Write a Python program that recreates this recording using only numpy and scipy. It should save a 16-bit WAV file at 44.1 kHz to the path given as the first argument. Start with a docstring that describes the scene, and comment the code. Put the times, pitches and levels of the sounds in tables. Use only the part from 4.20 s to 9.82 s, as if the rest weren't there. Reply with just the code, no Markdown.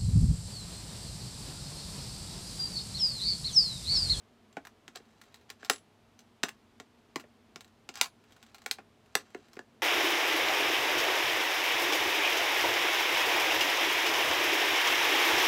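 """Sharp metal clicks and snaps: the latches of a small aluminium case, held on a lap, flick open and shut.
Each contact cracks, rattles briefly and rings the panels, frame and latch; loose wire loops tick and scrape.
A furnished bedroom adds a short tail, over faint hum and hiss."""
import sys
import numpy as np
from scipy import signal
from scipy.fft import rfft, irfft
from scipy.io import wavfile

SR = 44100
rng = np.random.default_rng(int(sys.argv[2]) if len(sys.argv) > 2 else 0)


def waveform_to_disk(signal):
    """Save audio, clipped to [-1, 1], as 16-bit WAV at the path in sys.argv[1]."""
    frames = np.transpose(np.atleast_2d(signal))
    scaled = np.clip(frames, -1, 1) * 32767
    samples = np.round(scaled).astype(np.int16)
    wavfile.write(sys.argv[1], SR, samples)


N = 247842
RING_S = np.arange(SR // 10) / SR   # time since contact

# latch hits: t/s, level/dB, hardness/dB, weight/dB, struck piece f/Hz, its share/dB
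SNAPS = [(0.4706, -50, -5, -2, 1610, -4), (0.7583, -54, 7.5, 10, 4380, -1),
         (1.302, -47.5, 2.5, -1, 4890, -6), (1.4982, -24, -0.5, 2, 1900, -6.5),
         (2.285, -45, -7, -13, 2710, -18), (2.2907, -45.5, 0.5, -1, 2710, -1),
         (3.756, -50.5, 4, -2.5, 6350, -3), (3.8125, -28.5, 6.5, -4, 1017, -4),
         (4.4615, -36.5, -4, 1, 2330, -7), (4.512, -37.5, 9, -5.5, 4300, 2.5),
         (4.953, -25.5, -0.5, 2.5, 1790, -1)]
# lever or loop hits on the lid: columns as SNAPS
FLIPS = [(0.6798, -50.5, -0.5, -1, 3330, -4), (2.2324, -36, 3, 2, 1570, -21),
         (2.2355, -29.5, -0.5, -7, 1700, -4), (2.6, -48.5, -2, 2, 1990, -10),
         (2.9587, -35, -4, 3, 1100, 1.5), (2.9652, -47.5, -2.5, 5, 790, -9),
         (3.3596, -47.5, 0.5, 1.5, 5400, -2), (3.6904, -46, 2.5, -1, 2850, -4.5)]
# metal sliding on metal under the fingers: start/s, end/s, level/dB
SLIDES = [(0.751, 0.779, -46.5), (0.788, 1.3, -73.5), (1.286, 1.324, -58.5), (1.389, 1.526, -60),
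          (3.739, 3.866, -50.5), (3.971, 4.51, -71), (4.84, 5.411, -70)]
# modes of case and fittings: f/Hz, level/dB, t60/s
MODES = [(233, -1.5, .05), (272.2, -5, 0.11), (405.2, 3, 0.064), (454, 4, 0.033), (539, -10.5, 0.1),
         (724, -2, 0.066), (825, 1, 0.038), (1073, -3.5, 0.061), (1405, -0.5, 0.061), (1556, 0, 0.03),
         (1800, -9, 0.042), (2150, -8.5, 0.029), (2790, -6.5, .035), (2960, -7.5, .035), (3270, -8, 0.044),
         (3720, -2, 0.032), (4036, -2, 0.038), (4380, -3, 0.032), (4890, -8, 0.019), (6310, -6.5, 0.05),
         (6050, -9, 0.046), (6840, -3.5, .025), (7630, -2, .025), (7580, -14, 0.014), (12200, -13.5, 0.057),
         (14300, -13.5, .02)]
# hard-contact spectrum: f/Hz, level/dB
CONTACT_SPECTRUM = [(80, -7), (160, -5.5), (260, 3.5), (420, 2), (650, -2), (950, -1.5), (1200, 2),
                    (1800, 5), (3000, 0.5), (4200, -0.5), (5400, -2), (8000, -8.5), (9500, -15),
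                    (15000, -18)]


def latch_snaps(pulse):
    """Latches spring over centre and hit their plates."""
    return blows(pulse, SNAPS, parts_db=(-24, -9, 0.5, 1, -7), rattle_db=0, modes_db=-2, rise_s=0.00051)


def lever_flips(pulse):
    """A lever or loop flips against the lid, which booms."""
    return blows(pulse, FLIPS, parts_db=(-6.5, -4, 0.5, 1, -14), rattle_db=0, modes_db=0, rise_s=0.00051)


def case_knocks(pulse):
    """The case shifts under the hands with dull knocks."""
    # columns as SNAPS, then rattle t60/s
    knocks = [(0.369, -39, -3, -0.5, 810, 1, 0.052), (0.8024, -64, 0, 7, 460, -1, .022),
              (1.43, -47.5, -3, -5, 1660, 4, .022), (3.0397, -59.5, -4, 5, 623, -3, 0.025),
              (4.5852, -47.5, -1, -3.5, 780, 3, 0.083), (5.1473, -44.5, 2.5, 5.5, 380, -4.5, 0.016),
              (5.3686, -51, 3, 6, 414, -6, 0.026), (5.3917, -42.5, 2.5, -4.5, 1720, 10.5, 0.0091)]
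    return blows(pulse, knocks, parts_db=(-6.5, 1, 0.5, -11.5, -27.5),
                 rattle_db=0.5, modes_db=0.5, rise_s=0.0004)


def blows(pulse, rows, parts_db, rattle_db, modes_db, rise_s):
    """One contact per row. Firm blows press the parts together and rattle less, unless a t60 is listed."""
    out = np.zeros(N)
    for start_s, db, hardness_db, weight_db, piece_hz, piece_db, *listed_t60_s in rows:
        # 20 ms at -37.5 dB, halved per 23.5 dB more
        rattle_t60_s = listed_t60_s[0] if listed_t60_s else 0.02 * 2 ** ((-37.5 - db) / 23.5)
        levels_db = part_levels_db(parts_db, db, hardness_db, weight_db)
        hit = contact(pulse, levels_db, piece_hz, piece_db, rattle_t60_s, rattle_db, modes_db, rise_s,
                      piece_t60_s=22 / piece_hz)   # 22 cycles
        add(out, start_s, hit)
    return out


def part_levels_db(parts_db, level_db, hardness_db, weight_db=0):
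    """Hardness lifts latch and edges, weight lifts lid and panels."""
    # lid, panels, frame, latch, edges; a shorter parts_db means the last ones
    hardness_slope = np.array([0.019, 0.098, 0.012, 1.0, 0.79])
    weight_slope = np.array([1, 1, 0, 0, 0])
    tilt_db = hardness_db * hardness_slope + weight_db * weight_slope
    return level_db + np.array(parts_db) + tilt_db[-len(parts_db):]


def contact(pulse, levels_db, piece_hz, piece_db, rattle_t60_s, rattle_db, modes_db, rise_s,
            piece_t60_s=0.01, spread_db=1.5):
    """Crack, blur of micro-bounces and ring of case and struck piece, shared out among the parts."""
    # bands of lid, panels, frame, latch, edges: low/Hz, high/Hz
    part_bands = [(145, 320), (320, 700), (700, 2500), (2500, 8500), (8500, 16000)]
    hz, db, t60_s = np.transpose(MODES)
    gains = from_db(db + spread_db * rng.standard_normal(len(hz))) * rng.choice([-1, 1], len(hz))
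    modes = gains @ ring(hz[:, None], t60_s[:, None])
    rise = 1 - np.exp(-RING_S / rise_s)
    rattle = coloured(CONTACT_SPECTRUM, len(RING_S)) * rise * decay(rattle_t60_s)
    sound = pulse + from_db(rattle_db) * unit_attack(rattle)
    sound += from_db(modes_db) * unit_attack(modes)
    sound += from_db(piece_db) * unit_attack(ring(piece_hz, piece_t60_s))
    return sum(from_db(part_db) * unit_attack(band(sound, *edges_hz, order=3))
               for part_db, edges_hz in zip(levels_db, part_bands[-len(levels_db):]))


def hard_pulse():
    """Crack of a hard contact: minimum phase, so the energy comes first."""
    size = len(RING_S)
    magnitude = from_db(at_hz(CONTACT_SPECTRUM, np.fft.rfftfreq(size, 1 / SR)))
    cepstrum = irfft(np.log(magnitude), size)
    cepstrum[1:size // 2] *= 2
    cepstrum[size // 2:] = 0
    return unit_attack(irfft(np.exp(rfft(cepstrum)), size))


def loop_rings():
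    """A freed wire loop sings on after a hard snap."""
    # t/s, f/Hz, level/dB, t60/s
    tones = [(1.4984, 7680, -40, .15), (1.4984, 10320, -43, .19), (3.8127, 10650, -49, .19),
             (4.9529, 7850, -44, .07)]
    out = np.zeros(N)
    for start_s, hz, db, t60_s in tones:
        add(out, start_s, from_db(db) * ring(hz, t60_s, np.arange(SR // 4) / SR))
    return out


def loop_bounces(pulse, gain_db=-1.5, loss_db=8.5, gap_ratio=0.84):
    """Loose loops drop and bounce, each time weaker and sooner."""
    # t/s, level/dB, hardness/dB, f/Hz, first gap/s
    drops = [(0.3277, -68, 3.5, 7400, .004), (0.451, -48.5, -7.5, 1880, .003),
             (0.771, -66, -4, 4540, 0.018), (1.0146, -52.5, -3, 1960, 0.022),
             (1.1432, -54.5, 1.5, 4020, 0.015), (1.4479, -49.5, 3, 5300, .009),
             (1.534, -49.5, 7, 7700, 0.026), (1.991, -61, 5, 6160, 0.014), (2.998, -50, -3, 2770, 0.0089),
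             (3.4078, -52.5, 2, 3990, 0.038), (3.7402, -61.5, 6.5, 5050, .0156),
             (3.7733, -48, 1, 5060, 0.0095), (3.8313, -42, 3.5, 4600, 0.012),
             (3.8442, -48.5, 3, 4720, 0.014), (4.122, -61.5, 1.5, 3300, 0.0071),
             (4.1645, -58.5, -6, 1500, .004), (4.2279, -55.5, 0.5, 3700, 0.037),
             (4.3457, -50, -2, 4180, 0.0096), (4.383, -58, -2.5, 4420, .004), (4.419, -58, -2, 1820, .021),
             (4.4805, -62, -3, 2030, 0.013), (5.3328, -57.5, 0.5, 5400, 0.022)]
    out = np.zeros(N)
    for at_s, db, hardness_db, hz, gap_s in drops:
        for k in range(3):
            add(out, at_s, tick(pulse, db - loss_db * k, hardness_db, hz))
            at_s += gap_s * gap_ratio ** k
    return from_db(gain_db) * out


def tick(pulse, level_db, hardness_db, piece_hz):
    """One touch of a loop, too light to move lid or panels."""
    levels_db = part_levels_db((-1.5, 1, -8), level_db, hardness_db)
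    return contact(pulse, levels_db, piece_hz, piece_db=-0.5, rattle_t60_s=0.036,
                   rattle_db=1.5, modes_db=5.5, rise_s=0.0023)


def scrapes(pulse, slips_per_s=600, spread_db=3, delay_s=0.013, chatter_s=0.052, chatter_db=-30):
    """Dense, uneven micro-slips ring the metal: slides, and chatter after each snap and flip."""
    slips = (rng.random(N) < slips_per_s / SR).astype(float)
    slips *= from_db(spread_db * np.minimum(rng.exponential(1, N), 4))
    slips *= rng.choice([-1, 1], N)
    metal = sum((-1) ** k * from_db(db) * ring(hz, t60_s) for k, (hz, db, t60_s) in enumerate(MODES))
    grain = signal.fftconvolve(slips, pulse + unit_attack(metal))[:N]
    grain = unit_rms(band(grain, low_hz=700, high_hz=8500, order=3))
    chatter = [(s + delay_s, s + delay_s + chatter_s, db + chatter_db) for s, db, *_ in SNAPS + FLIPS]
    t = np.arange(N) / SR
    envelope = np.zeros(N)
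    for start_s, end_s, db in SLIDES + chatter:
        progress = np.clip((t - start_s) / (end_s - start_s), 0, 1)
        envelope += from_db(db) * np.sqrt(np.abs(np.sin(np.pi * progress)))
    return grain * envelope


def stray_touches(pulse, rate_per_s=11, above_slide_db=2.5, spread_db=3):
    """Sliding loops tick softly at uneven times."""
    out = np.zeros(N)
    for start_s, end_s, slide_db in SLIDES:
        count = int((end_s - start_s) * rate_per_s)
        for k in range(count):
            at_s = start_s + (end_s - start_s) * (k + rng.random()) / count
            db = slide_db + above_slide_db + spread_db * rng.standard_normal()
            add(out, at_s, tick(pulse, db, hardness_db=-4.5, piece_hz=rng.uniform(1500, 4370)))
    return out


def bedroom(x, first_echo_s=0.0033, build_s=0.0018, spread_db=3.5):
    """Echoes off near furniture thicken into a short tail that dies band by band."""
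    # f/Hz, level/dB, t60/s
    room = [(150, -16, 0.27), (400, -12, 0.18), (1010, -10, 0.12), (2000, -10.5, 0.099), (4560, -11, 0.13),
            (8000, -8.5, 0.11), (15000, -13, 0.11)]
    t = np.arange(SR // 2) / SR
    onset = 1 - np.exp(-np.maximum(t - first_echo_s, 0) / build_s)
    echoes = rng.standard_normal((2, len(t))) * from_db(spread_db * rng.standard_normal((2, len(t))))
    edges_hz = np.geomspace(100, 17000, 13)
    response = np.zeros(len(t))
    for k, (low_hz, high_hz) in enumerate(zip(edges_hz, edges_hz[1:])):
        hz = np.sqrt(low_hz * high_hz)
        tail = band(echoes[k % 2] * onset * decay(at_hz(room, hz, column=2), t), low_hz, high_hz)
        tail *= np.sqrt(2 * (high_hz - low_hz) / SR / np.sum(tail ** 2))   # unit gain in band
        response += from_db(at_hz(room, hz)) * tail
    return signal.fftconvolve(x, response)[:N]


def hum(waver_db=1.0, wander_hz=1.5):
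    """An appliance hums, wavering slightly in level and pitch."""
    # f/Hz, rms level/dB
    lines = [(99, -77), (120, -90), (217, -78.5), (239, -75.5), (424, -83)]
    out = np.zeros(N)
    for hz, db in lines:
        peak = np.sqrt(2) * from_db(db - waver_db * drift(rate_hz=3.4))
        cycles = np.cumsum(hz + wander_hz * drift(rate_hz=8.7)) / SR
        out += peak * np.sin(2 * np.pi * cycles)
    return out


def hiss(rms_db=-64):
    """Soft, steady background noise."""
    # f/Hz, relative density/dB
    spectrum = [(15, -44.5), (25, -18), (102, -7), (190, -11.5), (229, -0.5), (263, -10), (439, -10.5),
                (531, -16), (677, -12), (796, -15.5), (1230, -18.5), (1650, -22), (3250, -24.5),
                (14800, -43.5), (16000, -58)]
    return from_db(rms_db) * coloured(spectrum, N)


def from_db(db):
    return 10 ** (np.asarray(db) / 20)


def unit_rms(x):
    return x / np.sqrt(np.mean(x ** 2) + 1e-20)


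def unit_attack(x):
    """Scale to rms 1 over the first 10 ms."""
    return x / np.sqrt(np.mean(x[:SR // 100] ** 2) + 1e-20)


def decay(t60_s, t=RING_S):
    return np.exp(-np.log(1000) * t / t60_s)


def ring(hz, t60_s, t=RING_S):
    """Struck mode, amplitude 1."""
    return np.sin(2 * np.pi * hz * t) * decay(t60_s, t)


def at_hz(points, hz, column=1):
    """Interpolate a column over log frequency."""
    table = np.array(points, float)
    return np.interp(np.log(np.maximum(hz, 1)), np.log(table[:, 0]), table[:, column])


def band(x, low_hz, high_hz, order=2):
    """Causal band-pass."""
    sos = signal.butter(order, [low_hz, high_hz], "band", fs=SR, output="sos")
    return signal.sosfilt(sos, x + 1e-18)


def coloured(spectrum, size):
    """Shaped noise, rms 1."""
    gain = from_db(at_hz(spectrum, np.fft.rfftfreq(size, 1 / SR)))
    return unit_rms(irfft(rfft(rng.standard_normal(size)) * gain, size))


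def drift(rate_hz):
    """Slow random curve, spread about 1."""
    knots = rng.standard_normal(2000)
    return np.interp(np.arange(N) / SR * rate_hz, np.arange(len(knots)), knots)


def add(out, start_s, sound):
    start = max(round(start_s * SR), 0)
    out[start:start + len(sound)] += sound[:N - start]


def scene():
    """Close case, room tail and background; mono."""
    pulse = hard_pulse()
    case = latch_snaps(pulse) + lever_flips(pulse) + case_knocks(pulse)
    case += loop_rings() + loop_bounces(pulse) + scrapes(pulse) + stray_touches(pulse)
    return (case + bedroom(case) + hum() + hiss())[None]


def record(dry):
    """Steep low-pass at 16 kHz."""
    return signal.sosfilt(signal.ellip(10, 0.2, 75, 16000, fs=SR, output="sos"), dry)


dry = scene()
out = record(dry)
waveform_to_disk(out)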